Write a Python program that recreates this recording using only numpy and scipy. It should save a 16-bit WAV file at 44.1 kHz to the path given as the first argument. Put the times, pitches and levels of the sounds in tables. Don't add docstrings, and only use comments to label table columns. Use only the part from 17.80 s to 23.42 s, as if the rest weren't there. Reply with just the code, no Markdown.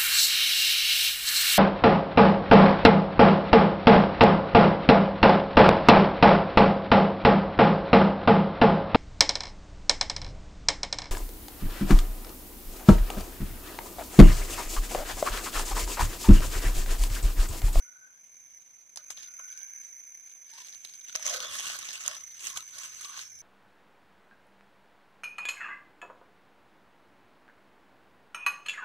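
import sys
import numpy as np
from scipy import signal
from scipy.fft import rfft, irfft, next_fast_len
from scipy.io import wavfile

SR = 44100
rng = np.random.default_rng(int(sys.argv[2]) if len(sys.argv) > 2 else 0)


def master(y):
    cut = np.clip(np.atleast_2d(y).T, -1, 1)
    pcm = np.round(cut * 32767)
    wavfile.write(sys.argv[1], SR, pcm.astype(np.int16))


N = 247709


def from_db(db):
    return 10 ** (np.asarray(db) / 20)


def power_sum(db):
    return 10 * np.log10(np.sum(from_db(db) ** 2, axis=0))


def rms_one(x):
    return x / np.sqrt(np.mean(x ** 2) + 1e-20)


def in_time(rows):
    s, *columns = np.transpose(rows)
    return [np.interp(np.arange(N) / SR, s, column) for column in columns]


def at_hz(points, hz):
    points = np.array(points)
    return np.interp(np.log(hz), np.log(points[:, 0]), points[:, 1])


def drift(rate):
    r = np.exp(-40 * np.pi * rate / SR)
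    noise = rng.standard_normal(N // 20 + 2002)
    slow = signal.lfilter([1], [1, -2 * r, r * r], noise)[2000:]
    return np.interp(np.arange(N) / 20, np.arange(len(slow)), rms_one(slow))


def resonate(x, hz, width_hz):
    r = np.exp(-np.pi * width_hz / SR)
    zeros = (1 - r * r) / 2 * np.array([1, 0, -1])
    poles = [1, -2 * r * np.cos(2 * np.pi * hz / SR), r * r]
    return signal.lfilter(zeros, poles, x + 1e-18)


def band(x, low_hz, high_hz, order=2):
    sos = signal.butter(order, [low_hz, high_hz], "band", fs=SR, output="sos")
    return signal.sosfilt(sos, x + 1e-18)


def one_pole(x, hz, kind="low"):
    return signal.sosfilt(signal.butter(1, hz, kind, fs=SR, output="sos"), x)


def later(x, lag_s):
    size = next_fast_len(N)
    turn = np.exp(-2j * np.pi * np.fft.rfftfreq(size, 1 / SR) * lag_s)
    return irfft(rfft(x, size) * turn, size)[..., :N]


def insects(depth_db, alike):
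    # pitch_hz, width_hz, level_db (relative), throb_per_s
    singers = [(5975, 46, 1.5, 31.), (5943, 113, -4, 24), (6150, 97, 1, 84), (6160, 530, -18.5, 87),
               (6324, 88, 2, 25), (6424, 33, 10, 41)]
    # time_s, level_db (before the trim below)
    chorus = [(0.0, -51.5), (0.17, -50.5), (0.48, -53), (1.16, -53), (1.38, -47.5), (1.83, -49.5),
              (2.52, -49.5), (2.94, -49), (3.08, -54), (3.32, -50.5), (3.52, -44), (3.68, -51),
              (3.97, -48.5), (4.38, -48.5), (4.96, -49), (5.27, -44.5), (5.62, -49)]
    out = 0
    for hz, width_hz, level_db, throb_per_s in singers:
        throb_rate = throb_per_s * (1 + 0.1312 * drift(4.194))
        turns = np.cumsum(throb_rate) / SR + rng.random()
        gate = from_db(depth_db * np.cos(2 * np.pi * turns) + 3.94 * drift(1.4))
        near, own = rng.standard_normal((2, N))
        teeth = gate * np.array([near, alike * near + (1 - alike) * own])
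        out = out + from_db(level_db) * rms_one(resonate(teeth, hz, width_hz))
    level = from_db(in_time(chorus)[0] - 10.5)
    return level * rms_one(band(out, 5913, 6259, order=3))


def air():
    # (per Hz, relative)
    colour = [(20, 2), (45, -38), (80, 0.5), (150, 2), (300, -2.5), (700, -6), (1500, -12.5), (3000, -14.5),
              (6000, -16.5), (9000, -19.5), (16000, -19)]
    level_db = -73.5
    hz = np.maximum(np.fft.rfftfreq(N, 1 / SR), 10)
    noise = irfft(rfft(rng.standard_normal((2, N))) * from_db(at_hz(colour, hz)), N)
    return from_db(level_db) * rms_one(noise)


def rubs():
    # start_s, length_s, first_pitch_hz, last_pitch_hz, level_db, roughness (0-1)
    strokes = [(0.0, 0.033, 1480, 1510, -63, 0.2), (0.043, 0.38, 1450, 1580, -60.5, 0.42),
               (1.427, 0.16, 1470, 1480, -65, .3), (1.581, 0.51, 1430, 1742, -59, 0.3),
               (2.722, 0.063, 880, 960, -69.5, 0.7), (2.778, 0.012, 1030, 1050, -57.5, 0.4),
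               (2.801, 0.056, 1000, 975, -67, 0.9), (3.29, 0.016, 1520, 1530, -51, .8),
               (3.321, 0.021, 1510, 1460, -51.5, 0.7), (3.349, 0.15, 614, 710, -60.5, 0.57),
               (3.634, 0.08, 3450, 3400, -49, 0.43), (4.283, 0.0436, 680, 607, -52.5, 0.64),
               (4.677, 0.16, 1150, 987, -59, 0.87), (4.96, 0.038, 634, 626, -67, 0.4),
               (5.205, 0.042, 1230, 1210, -61, .8), (5.242, 0.089, 1144, 1133, -53, 0.48),
               (5.351, .03, 1155, 1170, -60, .8)]
    slips_per_s, width_share = 170, 0.086
    out, t = np.zeros(N), np.arange(N) / SR
    slips = rng.random(N) < slips_per_s / SR
    caught = rms_one(slips * from_db(3.3 * rng.standard_normal(N)))
    friction = rng.standard_normal(N) + 1j * rng.standard_normal(N)
    for start, length, from_hz, to_hz, level_db, rough in strokes:
        way = np.clip((t - start) / length, 0, 1)
        rough = np.clip(rough, 0, 1)
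        r = np.exp(-np.pi * width_share * from_hz / SR)
        drive = friction * (1 - rough + rough * caught)
        swing = signal.lfilter([1], [1, -2 * r, r * r], drive)
        turns = np.cumsum(from_hz + (to_hz - from_hz) * way) / SR
        tone = rms_one(np.real(swing * np.exp(2j * np.pi * turns)))
        out += from_db(level_db) * np.sin(np.pi * way ** 0.55) ** .5 * tone
    return out


def buffet():
    # time_s, peak_level_db
    jolts = [(0.0, -75), (1.38, -68), (2.96, -68.5), (3.72, -57.5), (3.881, -76), (4.0, -66), (4.27, -60),
             (4.679, -69), (4.77, -58), (4.96, -69), (5.21, -76), (5.372, -72)]
    # time_s, level_db
    grip = [(0.0, -93), (1.5, -79), (2.6, -92), (3.3, -76), (4.3, -71.5), (5.62, -69)]
    fade_db_per_s = 298
    s, jolt_db = np.transpose(jolts)[:, :, None]
    t = np.arange(N) / SR
    jolting_db = jolt_db - fade_db_per_s * np.abs(t - s)
    level_db = power_sum(np.vstack([jolting_db, in_time(grip)[0]]))
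    lumps = from_db(2.6 * np.array([drift(6.5) for _ in range(3)]))
    common, *own = lumps * rng.standard_normal((3, N))
    return from_db(level_db) * rms_one(band(common + 3.9 * np.array(own), 73, 122, order=1))


def effort():
    # hollow_db (under the shell), stems_db, tips_db (dry tips)
    moves = [(1.164, 0.037, -64, 5, 1.5, -12), (1.3, 0.01, -56, -5, 0, 9),
             (1.356, 0.083, -59, -25, -25, -22), (1.585, 0.013, -68, 7, 13, -23),
             (1.683, 0.13, -66.5, -15, -25, -18), (2.022, 0.033, -64.5, -27, -22, 4),
             (2.448, .05, -69.5, -18, -21, -11), (2.635, 0.11, -64.5, -24, -32, -1),
             (2.717, 0.15, -57.5, -22, -25, -1), (2.867, 0.069, -66.5, -27, -24, 1),
             (2.998, 0.11, -59.5, -24, -32, 1.5), (3.246, 0.058, -57.5, -20, -25, -5),
             (3.346, 0.0086, -41.5, 2, -11, -14), (3.381, 0.018, -52, 0, -15, -16),
             (3.411, 0.026, -50, -3, -9, -13), (3.446, 0.037, -43, 4, -8, -15),
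             (3.477, 0.069, -42.5, 7, -5, -2.5), (3.601, 0.065, -42.5, 4.5, -1.5, -7),
             (3.656, 0.13, -44, -30, -14, 0), (3.813, 0.073, -41.5, -12, -5, -2),
             (3.902, 0.047, -48.5, -7, -1.5, 2.5), (3.967, 0.16, -46.5, -13, -9, -4),
             (4.15, 0.13, -50, -31, -4.5, 0), (4.231, 0.06, -45.5, -3, -1, -5.5),
             (4.394, 0.38, -59.5, -28, -33, 1), (4.592, 0.035, -66, -25, -22, 1),
             (4.603, 0.095, -47, -35, -10.5, 4), (4.756, 0.011, -46, -39, 0.5, 0),
             (4.804, 0.024, -59.5, -20, -3, -1), (4.794, 0.21, -62, -17, -30, 0.5),
             (4.925, 0.12, -49.5, -18, -4, 1), (5.09, 0.15, -59, -22, -21, 2),
             (5.191, 0.061, -49.5, -36, -6, 0.5), (5.295, 0.054, -56, -27, 1.5, -11),
             (5.356, 0.041, -48, -28, -6.5, -9), (5.358, 0.056, -57, -25, -26, 5)]
    # crackle_db, hollow_db, stems_db, tips_db
    rest_db = (-77.5, -100, -87, -80.5)
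    rise_share, rise_db = 0.43, 11
    fall_db_per_s, fall_ref_s, fall_law = 156, 0.072, 0.59
    start, length, crackle_db, *parts_db = np.transpose(moves)[:, :, None]
    t = np.arange(0, N, 40) / SR
    age, length = t - start, np.maximum(length, .005)
    rise = np.minimum(rise_db * (age / (rise_share * length) - 1), 0)
    fall = fall_db_per_s * (fall_ref_s / length) ** fall_law * np.maximum(age - length, 0)
    levels = []
    for part_db, still_db in zip([0, *parts_db], rest_db):
        moving_db = rise - fall + crackle_db + part_db
        level_db = power_sum(np.vstack([moving_db, still_db + 0 * t]))
        levels.append(np.interp(np.arange(N) / SR, t, level_db))
    return levels


def crackle(per_s, spread_db, clump_db, colour_db, patchy_db, hiss_share):
    # frequency_hz, level_db (before the trim below)
    blades = [(300, -43), (420, -33), (560, -6), (700, -15), (830, -28), (1080, -1), (1400, 3),
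              (1800, -1.5), (2350, -6), (2800, 2), (3500, -5), (4400, 1), (6000, -2), (8000, -1),
              (11000, -8.5), (15500, -13)]
    # frequency_hz, likeness (0-1)
    likeness = [(300, 0.85), (600, 1), (1100, 0.91), (1600, 0.17), (2500, 0.51), (4000, 0.3), (8000, 0),
                (15000, 0.9)]
    level_db, hollow_db, stems_db, tips_db = effort()
    clumps = from_db(clump_db * (0.55 * drift(18) + 0.9 * drift(90)))
    rate = per_s * from_db(.4 * (level_db + 45)) * clumps
    at = np.flatnonzero(rng.random(N) < rate / SR)
    sizes = from_db(spread_db * np.minimum(rng.exponential(1, N), 5))[at]
    patches = [drift(15.4) for _ in range(7)]
    out = np.zeros((2, N))
    for k, hz in enumerate(np.geomspace(320, 15000, 26)):
        shared, own = hiss_share * np.sqrt(clumps) * rng.standard_normal((2, N))
        strength = sizes * from_db(colour_db * rng.standard_normal(N)[at])
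        signs = rng.choice([-1, 1], (2, N))[:, at]
        shared[at] += strength * signs[0]
        own[at] += strength * signs[1]
        alike = np.clip(at_hz(likeness, hz), 0, 1)
        second = alike * shared + np.sqrt(1 - alike ** 2) * own
        rung = resonate(np.array([shared, second]), hz, 0.11 * hz)
        if hz < 1500:
            rung = resonate(rung, hz, 0.1 * hz)
        if hz < 800:
            register_db = hollow_db
        elif hz < 1500:
            register_db = stems_db
        elif hz > 6800:
            register_db = tips_db
        else:
            register_db = level_db
        blade_db = at_hz(blades, hz) + register_db + patchy_db * patches[k % 7] - 11.0
        out += from_db(blade_db) * rms_one(rung)
    return out


def ticks(count):
    peak_re_crackle_db, low_db, bright_db, rattle_db = -1.5, -15, -10, -1
    even = rng.random((count, 2))
    spread = 6 * rng.standard_normal((count, 4))
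    at = (even[:, 0] * N).astype(int)
    peak_db = effort()[0][at] + peak_re_crackle_db + spread[:, 0]
    pitch_hz = 2800 + 2600 * even[:, 1]
    return np.transpose([at / SR, peak_db, pitch_hz, low_db + spread[:, 1], bright_db + spread[:, 2],
                         spread[:, 3], np.full(count, rattle_db)])


def snaps():
    # start_s, peak_db (before the trim below), pitch_hz, low_db (re peak),
    # bright_db (re peak), pan_db (first port over second), rattle_db (re crack, before its shaping)
    stems = [(1.159, -35, 4900, -11, 7.5, 15, -26), (1.1728, -23, 4530, -7.5, -14, -13, -19.5),
             (1.3023, -24.5, 4960, -3, -13, 9, -11), (1.3258, -38, 3080, -16, -16, -1, -10),
             (1.372, -29, 3400, -34, -25, 5, 3), (1.3765, -35.5, 3460, -6, -25, 7, -13),
             (1.392, -40, 3600, -13, -20, 0, -18), (1.406, -43, 3800, -20, -20, -5, -16),
             (1.416, -45, 3700, -20, -20, 0, -16), (1.427, -33, 3630, -24, -16, -10, -3),
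             (1.431, -35.5, 4900, -25, -17, -16, -12), (1.447, -39, 3600, -17, -16, 0, -11),
             (1.457, -46, 4020, -30, -14, 0, -17), (1.473, -41, 3600, -20, -20, -4, -16),
             (1.4852, -43.5, 5000, -5.5, -15, 2, -18), (1.5155, -43, 5100, -14, -7, 1, -13),
             (1.5958, -57, 2750, 21.5, -10, 9.5, 3), (1.6784, -47.5, 2920, -7, -27, 8, -14),
             (1.692, -44, 3050, -23, -27, -2, -11), (1.708, -48, 5170, -20, -25, 0, -18),
             (1.717, -37, 5060, -27, -29, -9, -17), (1.725, -39, 3180, -25, -24, -2, -13),
             (1.737, -45, 5100, -27, -25, -5, -16), (1.746, -53, 5270, -23, -25, 0, -14),
             (1.775, -39.5, 5000, -12, -12, -11, -5), (1.814, -38, 4960, -15, -22, -3, -7),
             (2.5107, -49.5, 3300, -8, -3, 11, -5), (2.5594, -50, 2820, -4, 3, 4, -5),
             (2.6993, -44, 4900, -28, -16, -9, -11), (2.7357, -36, 4200, -32, -4, -7, -12),
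             (2.7826, -50, 2820, 10, -17, -11, -20), (2.8165, -32.5, 3110, -13, -10, -8, -1),
             (2.87, -39, 3840, -27, 1.5, 0, -21), (2.884, -30, 4000, -21, -16, -8, -27),
             (2.9003, -42, 5200, -17, -10, -7, -12), (2.9251, -37, 3860, -28, -17, -9, -2),
             (2.945, -34.5, 3820, -9.5, -8, -10, -9), (3.048, -22.5, 3730, -24, -10, -3, -16),
             (3.0914, -37.5, 3900, -30, -14, -7, -6), (3.1363, -32.5, 4480, -21, -10, 7, -20),
             (3.211, -39.5, 3640, -33, -18, 7, -12), (3.247, -44.5, 3470, -11, -5, 0, -15),
             (3.2823, -36.5, 3500, -38, -21, 7, -3), (3.2953, -27.5, 3580, -32, -22, 3, -17),
             (3.3265, -31, 3760, -30, -18, 0, -26), (3.3536, -16.5, 5400, -6, -14, -15.5, -32),
             (3.3588, -15, 5450, -21, -35, 13, -26), (3.3947, -37, 3500, 3, 3, -1, -6),
             (3.426, -30, 5300, -18, -22, -17.5, -5), (3.4545, -22.5, 5700, -14, -22, 11, -6),
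             (3.460, -30, 5960, -20, -16, 10, -16), (3.4648, -20, 5800, -17, -20, -23, -27),
             (3.4743, -25.5, 5800, -8, -15, -21, -12), (3.4776, -21, 5900, -5.5, -18, 9, -20),
             (3.488, -27.5, 6000, -11, -23, 19, -21), (3.4948, -22, 5650, -18, -19, -12, -8),
             (3.4985, -23, 4940, -8, -23, 1, -8), (3.5603, -20, 3400, -3, -13, -2, 1),
             (3.6028, -21, 3480, -14, -12, 14.5, -19), (3.766, -30, 6000, -25, 6, -4, -18),
             (3.7864, -27, 5800, -29, -15, -18, -9), (3.7965, -24.5, 5770, -20, -15, 20.5, -23),
             (3.8257, -25.5, 5600, -22, -14, 7, -9), (3.8574, -24, 5600, -15, -15, -10, -19),
             (3.871, -33, 3520, -15, -16, 4, -15), (3.8993, -20, 2880, -12, -23, 11, -17),
             (3.9523, -32, 5370, -1, -2, 6, -30), (3.9872, -30, 3760, -8, 7.5, -3, 7),
             (4.045, -36, 5470, -19, -2, -2, -2), (4.0869, -23, 3970, -9.5, -17, 0, -7),
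             (4.1305, -27.5, 5100, -29, -1.5, -6, -16), (4.2597, -20.5, 3140, -12.5, -5, -4.5, 3),
             (4.2788, -11.5, 6430, -16, -15, -10.5, -27), (4.3126, -39, 3260, -2, -12, 0, -11),
             (4.3455, -29.5, 3620, -20, -7, -7, -5), (4.3667, -29.5, 5330, -8, -18, 12, -12),
             (4.4062, -35, 5500, -28, -9, 4, -10), (4.593, -35, 4260, -31, -13, -13, 0),
             (4.601, -44, 3540, -23, -11, -2, -21), (4.6682, -28, 5700, -28, -24, -23, 1),
             (4.756, -44, 4000, -13, -4, -7, -11), (4.7727, -11, 3150, -12, -7, -5, -22),
             (4.9826, -24.5, 4900, -19, -6, -8, -14), (5.0399, -45, 3080, -32, -13, 3, -14),
             (5.2095, -38.5, 6300, -24, 4, -18, -8), (5.2455, -21.5, 3330, -26, -17, 0, -19),
             (5.295, -50, 4000, 2, -11, 4, -22), (5.343, -45, 3600, -10, -12, 5, -14),
             (5.3736, -28, 5760, -6.5, -22, 3, 3), (5.5872, -43, 5370, -11.5, 3, 8, 7)]
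    rattle_s = 0.0051
    table = np.vstack([stems, ticks(count=50)])
    s, peak_db, pitch_hz, low_db, bright_db, pan_db, rattle_db = table.T
    age, out = np.arange(1600) / SR, np.zeros((2, N + 1600))
    tear = 1 - np.exp(-age / 0.00023)
    draws = rng.standard_normal((len(s), 2, 1600)) * tear
    shake = np.exp(-age / rattle_s) * (1 - np.exp(-age / 0.00063)) * 1.38
    rattle = from_db(rattle_db)[:, None, None] * shake
    alike = draws[:, :1] + draws
    sharp = alike * (np.exp(-age / 0.00029) + rattle)
    low = band(alike * (np.exp(-age / 0.0018) + rattle), 630, 2540, order=3)
    bright = band(draws * (np.exp(-age / 0.00015) + rattle), 6540, 10600, order=3)
    broad = band(sharp, 2180, 6000, order=2)
    for k, start in enumerate(np.round(s * SR).astype(int)):
        width_hz = .4 * pitch_hz[k]
        ring = resonate(resonate(sharp[k], pitch_hz[k], width_hz), pitch_hz[k], width_hz)
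        body = 0.61 * broad[k] + ring
        parts = [(body, 0), (low[k], low_db[k]), (bright[k], bright_db[k])]
        crack = sum(from_db(db) * part / np.abs(part).max() for part, db in parts)
        port_db = peak_db[k] - 8.5 + np.array([[.5], [-.5]]) * pan_db[k]
        out[:, start:start + 1600] += crack * from_db(port_db)
    return out[:, :N]


def solo():
    # time_s, level_db (before the trim below)
    song = [(5.37, -68), (5.472, -49), (5.482, -61), (5.594, -54), (5.617, -58)]
    s, level_db = np.transpose(song)[:, :]
    t = np.arange(N) / SR
    throb = from_db(1.3 * np.cos(2 * np.pi * 36.0 * (t - 5.465)))
    level = np.interp(t, s, from_db(level_db - 8.0), left=0) * throb
    thin = resonate(resonate(rng.standard_normal((2, N)), 5530, 200), 5590, 200)
    return level * rms_one(thin)


def at_ports(pair):
    front_db, lag_s = 1.5, 0.0002405
    low_boost_db, low_hz = 2, 1630
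    front = pair[0] + (from_db(low_boost_db) - 1) * one_pole(pair[0], low_hz)
    return np.array([from_db(front_db) * later(front, lag_s), pair[1]])


def scene():
    rustle = crackle(per_s=2000., spread_db=3.5, clump_db=3.0, colour_db=1.5, patchy_db=4.0, hiss_share=0.37)
    grass = at_ports(rustle + snaps() + rubs())
    return grass + insects(depth_db=7.4, alike=0.091) + solo() + air() + buffet()


def record(dry):
    steer_lag_s, steer_share, steer_cut_hz = 0.0004084, 0.56, 4370
    right_treble_db = 4.5
    dry = dry + 2.29 * resonate(dry, 6315, 620)
    dull = one_pole(dry[::-1], steer_cut_hz)
    sides = dry - steer_share * later(dull, steer_lag_s)
    sides[1] += (from_db(right_treble_db) - 1) * one_pole(sides[1], 3000, "high")
    fast = signal.resample_poly(sides, 160, 147, axis=1)
    nearest = np.round(np.arange(N) * 160 / 147).astype(int)
    picked = fast[:, np.minimum(nearest, fast.shape[1] - 1)]
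    return signal.sosfilt(signal.cheby2(14, 50, 16000, fs=SR, output="sos"), picked)


dry = scene()
out = record(dry)
master(out)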